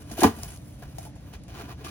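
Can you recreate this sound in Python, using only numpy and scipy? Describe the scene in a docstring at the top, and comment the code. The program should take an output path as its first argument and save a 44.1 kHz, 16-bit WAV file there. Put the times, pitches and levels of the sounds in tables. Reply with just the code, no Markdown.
"""Opening a cardboard box in a garage

Hands open the box on a bench: a flap rubs, pulls free with a cluster of hollow knocks, then flaps are folded
back with soft bumps, paper snaps and rubbing strokes. Knocks are sums of decaying box modes; snaps and rubbing
are shaped noise. The knocks and snaps excite a short room decay; a low rumble and a faint hiss lie beneath.
Two small microphone ports hear the treble with a phase twist."""
import sys
import numpy as np
from scipy import signal
from scipy.fft import rfft, irfft, next_fast_len
from scipy.io import wavfile
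from scipy.ndimage import uniform_filter1d

SR = 44100
rng = np.random.default_rng(int(sys.argv[2]) if len(sys.argv) > 2 else 0)


def wav_out(sig):
    """Save sig, one row per channel (or a flat mono array), as 16-bit PCM at SR to the path in sys.argv[1]."""
    wavfile.write(sys.argv[1], SR, np.round(np.clip(np.atleast_2d(sig).T, -1, 1) * 32767).astype(np.int16))


N = 83790  # samples

# bumps of hand and flap on the box: start_s, level_db, pitch_hz (modes here are struck most),
# contact_s (time constant of the swell), ring_factor (times the mode's t60: below 1 shorter, above 1 longer)
BUMPS = [(.111, -35, 626, .004, 0.96), (.117, -31.5, 229, 0.0036, 0.8), (.180, -21, 660, 0.0032, 0.57),
         (0.191, -15.5, 346, 0.0037, 0.43), (.206, -38, 398, 0.0045, 0.71), (.213, -17, 1700, 0.0051, 1),
         (.220, -11, 770, 0.0034, 0.71), (0.2254, -2.5, 333, 0.0083, 0.64), (.235, -5.5, 829, 0.003, 1.31),
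         (.236, -19, 2510, 0.0036, 0.53), (.239, -7, 990, .003, 0.91), (.240, -11, 315, 0.0055, 0.57),
         (.241, -8.5, 2020, 0.0014, 0.53), (.247, -5.5, 266, 0.0036, .6), (.251, -6, 460, 0.009, 0.88),
         (0.257, -18, 90, 0.0027, 1.82), (.262, -18.5, 740, 0.0059, .8), (.263, -32, 1250, 0.011, 1.2),
         (0.273, -23, 258, 0.0018, 1.39), (.283, -27.5, 405, 0.002, 0.67), (0.296, -28, 230, 0.0065, .8),
         (0.374, -32, 220, 0.0086, 1.07), (.385, -38, 784, 0.0042, 1), (.433, -36.5, 740, .002, 0.76),
         (.823, -47, 620, .003, 0.52), (.828, -38, 1540, 0.0027, 0.36), (0.841, -24.5, 123, 0.0023, 0.53),
         (.872, -26, 91, 0.0028, 0.66), (.935, -25, 123.9, 0.0046, 0.54), (.962, -40.5, 860, 0.0043, 0.53),
         (.984, -27, 675, 0.0023, 0.61), (1.05, -36, 680, .006, 1.37), (1.059, -31, 106.7, 0.0039, .5),
         (1.064, -36.5, 920, .005, 0.79), (1.155, -42.5, 890, .006, 0.77), (1.338, -47, 600, 0.0037, 1),
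         (1.352, -43, 79, .01, .5), (1.636, -36, 252, .004, 0.7), (1.688, -38, 1140, 0.0027, 0.46),
         (1.704, -30, 1330, 0.0034, 0.55), (1.762, -28.5, 127, 0.002, 0.47),
         (1.804, -29.5, 495, 0.011, 0.81), (1.847, -32, 314, 0.007, 0.95), (1.861, -44, 130, 0.0044, .5),
         (1.865, -22.5, 1350, 0.0018, 0.57)]
# resonant modes of the box: mode_hz, level_db, t60_s (at ring_factor 1)
BOX_MODES = [(95, 0.5, 0.077), (138, -8.5, 0.42), (230, 1.5, 0.12), (273.8, 7.5, 0.066), (339.6, 4, 0.074),
             (432.4, 3, 0.071), (690, 3, 0.056), (766, 1, 0.051), (865, -2, 0.062), (1012.3, 0.5, 0.041),
             (1166.4, -1.5, 0.067), (1436, -6, 0.02), (1660, -6, 0.061), (1923, -9, 0.13),
             (2445, -13.5, 0.024), (2972, -14, 0.049)]
REACH_OCT, SCATTER_DB = 0.19, 2.5  # spread of excitation about the pitch; random level spread per mode
SPREAD_RAD = 0.55  # random phase spread of the upper modes, opposite in the two channels
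WIDE_HZ = 350  # modes and room sound alike on both sides well below this

# paper snaps: start_s, crackle_db, crackle_t60_s, click_db (relative to the crackle)
PAPER_SNAPS = [(0.1148, -39.5, 0.09, -5), (0.185, -40, 0.16, -4), (0.2054, -29, 0.15, -21),
               (0.2337, -20.5, 0.048, -2), (0.4339, -42, 0.044, 18.5), (0.562, -51, .03, 7),
               (0.574, -50, 0.023, 7), (0.9842, -41, 0.067, 4), (1.1548, -59, 0.069, -3),
               (1.3374, -48.5, 0.04, 4), (1.4363, -54, 0.044, 1), (1.482, -54, 0.04, 7),
               (1.6841, -61, 0.024, -1), (1.8442, -55, 0.045, -2)]
# spectrum of the snaps: frequency_hz, relative_level_db
SNAP_SPECTRUM = [(800, -4.5), (2500, -4.5), (6000, 2), (10000, 1.5), (13000, -4.5), (16000, -12)]
CLICK_T60_S = 0.0036

# strokes of card on card: start_s, turn_s, end_s, turn_db (level at the turn),
# start_drop_db, end_drop_db (relative to the turn level, negative = louder there),
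# body_db, fizz_db, sheen_db (band levels relative to the hiss)
STROKES = [(0, -0.007, 0.048, -55, -16, 11, 5, 2.5, -4), (0.051, 0.082, .1, -60.5, 6, -4.5, 3.5, -1, -13),
           (0.105, 0.11, 0.19, -53, 16, 6, 5, 4.5, -5), (0.167, 0.193, 0.22, -41, 8.5, -6, -1, -5.5, -5),
           (0.2313, .24, 0.34, -30.5, -7, 30.5, 11.5, -26, -29),
           (0.335, 0.384, 0.465, -54, 9.5, 3, 4.5, 4.5, -4),
           (0.473, 0.516, 0.56, -56.5, -3, 1.5, 1, 5.5, -16), (0.427, 0.428, 0.49, -53.5, -5, 18, -5, 1, 1),
           (.58, 0.686, .8, -71, 7.5, 11, 7, 12.5, 7), (0.784, .9, 1.014, -67, 0.5, -7.5, 1.5, 2, -3),
           (0.819, 0.829, 0.88, -57, -3, 19, 11.5, -19, -16),
           (0.98, 0.98, 0.98, -52.5, 6, 18, 9.5, 10.5, -9),
           (1.007, 1.056, 1.07, -56.5, 15.5, 0.5, 5, 6.5, -11),
           (1.156, 1.17, 1.147, -57.5, 11, 0.5, 6, 8, -9), (1.195, 1.297, 1.33, -67.5, 10, 4.5, 11.5, 1, 0),
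           (1.324, 1.346, 1.372, -49, 9, 12, -1, -11, -18),
           (1.474, 1.498, 1.59, -55, 7.5, 5.5, 3.5, -15, -22),
           (1.535, 1.61, 1.704, -48.5, 10, 13.5, 6.5, -24, -30),
           (1.681, 1.712, 1.718, -54, 1.5, -3.5, 7, -25, -19.5),
           (1.768, 1.81, 1.92, -58.5, 8, -0.5, 7, -33, -26),
           (1.84, 1.867, 1.953, -47, 0.5, 17, -2.5, -3, -25)]
# spectra of the four rubbing bands, low to high: frequency_hz, relative_level_db
BODY_SPECTRUM = [(150, -64), (350, 2.5), (900, -1), (1600, 3), (2600, -2), (5000, -4)]
HISS_SPECTRUM = [(900, -46), (2000, -4.5), (3200, -3), (5000, -5.5), (7000, -10), (10000, -32)]
FIZZ_SPECTRUM = [(3000, -20), (5500, -3), (8000, 0), (10500, 0), (12000, -3), (15000, -16)]
SHEEN_SPECTRUM = [(9000, -20), (12000, -3), (13500, 0), (15500, -1), (15900, -6), (16200, -30)]
FADE_IN_S, RELEASE_DB_PER_S = 0.0083, 506  # onset of a stroke; extra fall after its end
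SLIPS_PER_S, SLIP_DB, SLIP_S = 900, 1.5, 0.003  # fibre slips: mean rate, size spread, energy decay constant
MODE_COLOUR = 6  # weight of the box modes in the lower rubbing bands, against 1 for the direct sound

# decay of the room: frequency_hz, t60_s
ROOM_DECAY = [(100, 0.23), (500, 0.15), (2000, 0.37), (10000, 0.22)]
ROOM_DB, ROOM_DELAY = -12.5, 200  # level; delay in samples

# spectrum of the low rumble: frequency_hz, relative_level_db (per Hz)
RUMBLE_SPECTRUM = [(15, -59), (25, -31), (59, 0), (135, -4.5), (253, -16), (293, -8.5), (380, -28.5),
                   (579, -22.5), (628, -22), (1200, -47), (1560, -79), (2640, -120)]
# spectrum of the faint hiss: frequency_hz, relative_level_db
AIR_SPECTRUM = [(300, -7), (600, -10), (1000, -5), (2500, -8.5), (6000, -12.5), (10000, -18.5),
                (15600, -35.5), (16200, -51)]
RUMBLE_DB, AIR_DB = -42.5, -61  # rms levels

# left-right likeness of the noises: frequency_hz, correlation (0 to 1)
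LIKENESS = [(60, .985), (200, .93), (600, .6), (2500, .4), (6800, .45), (7800, .93), (10000, .96),
            (16000, .98)]
# phase by which the right port leads the left: frequency_hz, lead_rad
PORT_PHASE = [(0, 0), (4500, -2.5), (6000, -4.6), (8100, -3.14), (10400, 0), (12800, 3.14), (15300, 6.28),
              (17000, 8)]
TOP_HZ = 16700  # band limit


def amp(db):
    """Decibel law: level in dB to amplitude ratio."""
    return 10 ** (np.asarray(db) / 20)


def unit(x):
    """Normalisation of the mean power: x scaled to rms 1."""
    return x / np.sqrt(np.mean(x ** 2) + 1e-20)


def along(points, hz):
    """Interpolation on a logarithmic frequency axis."""
    f, v = np.transpose(points)
    return np.interp(np.log(hz + 1), np.log(f + 1), v)


def filtered(x, response):
    """Linear filtering: the spectrum of x times a response of frequency."""
    size = next_fast_len(N + SR // 2)
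    spectrum = rfft(x, size) * response(np.fft.rfftfreq(size, 1 / SR))
    return irfft(spectrum, size)[..., :N]


def rush(spectrum, patchy_db):
    """Random noise of rms 1: gain varies in time-frequency patches, mid-side balance sets the correlation."""
    noise = signal.stft(rng.standard_normal((2, N)), nperseg=512)[2]
    patches = uniform_filter1d(rng.standard_normal(noise.shape[1:]), size=5, axis=0)
    patches = uniform_filter1d(patches, size=6, axis=1)
    pair = signal.istft(noise * amp(patchy_db * unit(patches)), nperseg=512)[1][:, :N]

    def mid_side_response(hz):
        # the cosine of twice this angle is the left-right correlation
        angle = np.arccos(np.clip(along(LIKENESS, hz), -1, 1)) / 2
        return amp(along(spectrum, hz)) * [np.cos(angle), np.sin(angle)]

    mid, side = filtered(pair, mid_side_response)
    return unit(np.array([mid + side, mid - side]))


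def knocks():
    """Modal excitation: a bump rings the box modes near its pitch; a longer contact swells more slowly."""
    out = np.zeros((2, N + SR))
    t = np.arange(SR // 4) / SR
    hz, mode_db, t60 = np.transpose(BOX_MODES)[..., None]
    widening = hz ** 2 / (hz ** 2 + WIDE_HZ ** 2)
    for start, db, pitch_hz, contact, ring_factor in BUMPS:
        level_luck, phase_luck = rng.standard_normal((2, len(BOX_MODES), 1))
        decay_db = -60 * t / (ring_factor * t60)
        nearness = np.exp(-0.5 * (np.log2(hz / pitch_hz) / REACH_OCT) ** 2)
        gain = nearness * amp(db + mode_db + SCATTER_DB * level_luck + decay_db)
        phase = SPREAD_RAD * phase_luck * widening
        left = (gain * np.sin(2 * np.pi * hz * t - phase)).sum(axis=0)
        right = (gain * np.sin(2 * np.pi * hz * t + phase)).sum(axis=0)
        swell = 1 - np.exp(-t / contact)
        out[:, round(start * SR):][:, :len(t)] += np.array([left, right]) * swell
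    return out[:, :N]


def snaps():
    """Impulsive noise: a click and a bright crackle start together, each decaying exponentially."""
    envelope = np.zeros(N + SR)
    t = np.arange(SR // 8) / SR
    for start, db, crackle_t60, click_db in PAPER_SNAPS:
        crackle = amp(db - 60 * t / crackle_t60)
        click = amp(db + click_db - 60 * t / CLICK_T60_S)
        envelope[round(start * SR):][:len(t)] += crackle + click
    return envelope[:N] * rush(SNAP_SPECTRUM, patchy_db=-0.5)


def slip_roughness():
    """Stick-slip friction: random fibre slips add bursts of energy, which roughen the amplitude."""
    happens = rng.random(N) < SLIPS_PER_S / SR
    slips = happens * amp(SLIP_DB * rng.exponential(size=N))
    decay = np.exp(-np.arange(600) / (SLIP_S * SR))
    energy = np.convolve(slips ** 2, decay)[:N]
    return unit(np.sqrt(0.5 + energy))  # 0.5 keeps some sound between slips


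def box_response(f):
    """Resonance: direct sound plus peaks at the box modes, narrower for a longer decay."""
    peaks = sum(amp(2 * db) / (1 + ((f - hz) * t60 / 2) ** 4) for hz, db, t60 in BOX_MODES)
    return 1 + MODE_COLOUR * np.sqrt(peaks)


def rubbing():
    """Friction noise: four bands share the slip roughness; the lower two sound through the box modes."""
    t = np.arange(N) / SR
    envelopes = np.zeros((4, N))
    for start, turn, end, turn_db, start_drop, end_drop, body_db, fizz_db, sheen_db in STROKES:
        fade_in = np.clip((t - start) / FADE_IN_S, 0, 1)
        release = amp(-RELEASE_DB_PER_S * np.maximum(t - end, 0))
        course_db = turn_db - np.interp(t, [start, turn, end], [start_drop, 0, end_drop])
        band_db = np.array([[body_db], [0], [fizz_db], [sheen_db]])
        envelopes += fade_in * release * amp(course_db + band_db)
    roughness = slip_roughness()
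    body = unit(filtered(rush(BODY_SPECTRUM, patchy_db=0.5), box_response))
    hiss = unit(filtered(rush(HISS_SPECTRUM, patchy_db=0.5), box_response))
    fizz = rush(FIZZ_SPECTRUM, patchy_db=2)
    sheen = rush(SHEEN_SPECTRUM, patchy_db=5)
    bands = sum(envelope * band for envelope, band in zip(envelopes, (body, hiss, fizz, sheen)))
    return roughness * bands


def garage(x):
    """Reverberation: a noise tail decays at its own speed at each frequency; its bass is near mono."""
    hz, t, noise = signal.stft(rng.standard_normal((2, SR // 2)), SR, nperseg=256)
    widening = (hz ** 2 / (hz ** 2 + WIDE_HZ ** 2))[:, None]
    side = noise[1] * widening
    pair = np.array([noise[0] + side, noise[0] - side])
    decay = amp(-60 * t / along(ROOM_DECAY, hz)[:, None])
    tail = signal.istft(pair * decay, SR, nperseg=256)[1]
    tail = tail / np.linalg.norm(tail[0])
    delayed = np.pad(x, (ROOM_DELAY, 0))
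    return signal.fftconvolve(delayed[None], tail, axes=1)[:, :N]


def rumble():
    """Low-frequency background: stationary noise with its power concentrated in the bass."""
    return amp(RUMBLE_DB) * rush(RUMBLE_SPECTRUM, patchy_db=0)


def air():
    """Broadband background: faint hiss with slight random patches."""
    return amp(AIR_DB) * rush(AIR_SPECTRUM, patchy_db=1.5)


def scene():
    """Superposition: box sounds, the room's answer to the left box channel, rubbing and the background."""
    box = knocks() + snaps()
    background = rumble() + air()
    room = amp(ROOM_DB) * garage(box[0])
    return box + room + rubbing() + background


def record(dry):
    """Interchannel phase: the two ports twist against each other; nothing is kept above the band limit."""
    def port_response(hz):
        lead = np.interp(hz, *np.transpose(PORT_PHASE))
        return (hz < TOP_HZ) * np.exp(0.5j * np.outer([-1, 1], lead))  # half the lead on each side

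    return filtered(dry, port_response)


dry = scene()
out = record(dry)
wav_out(out)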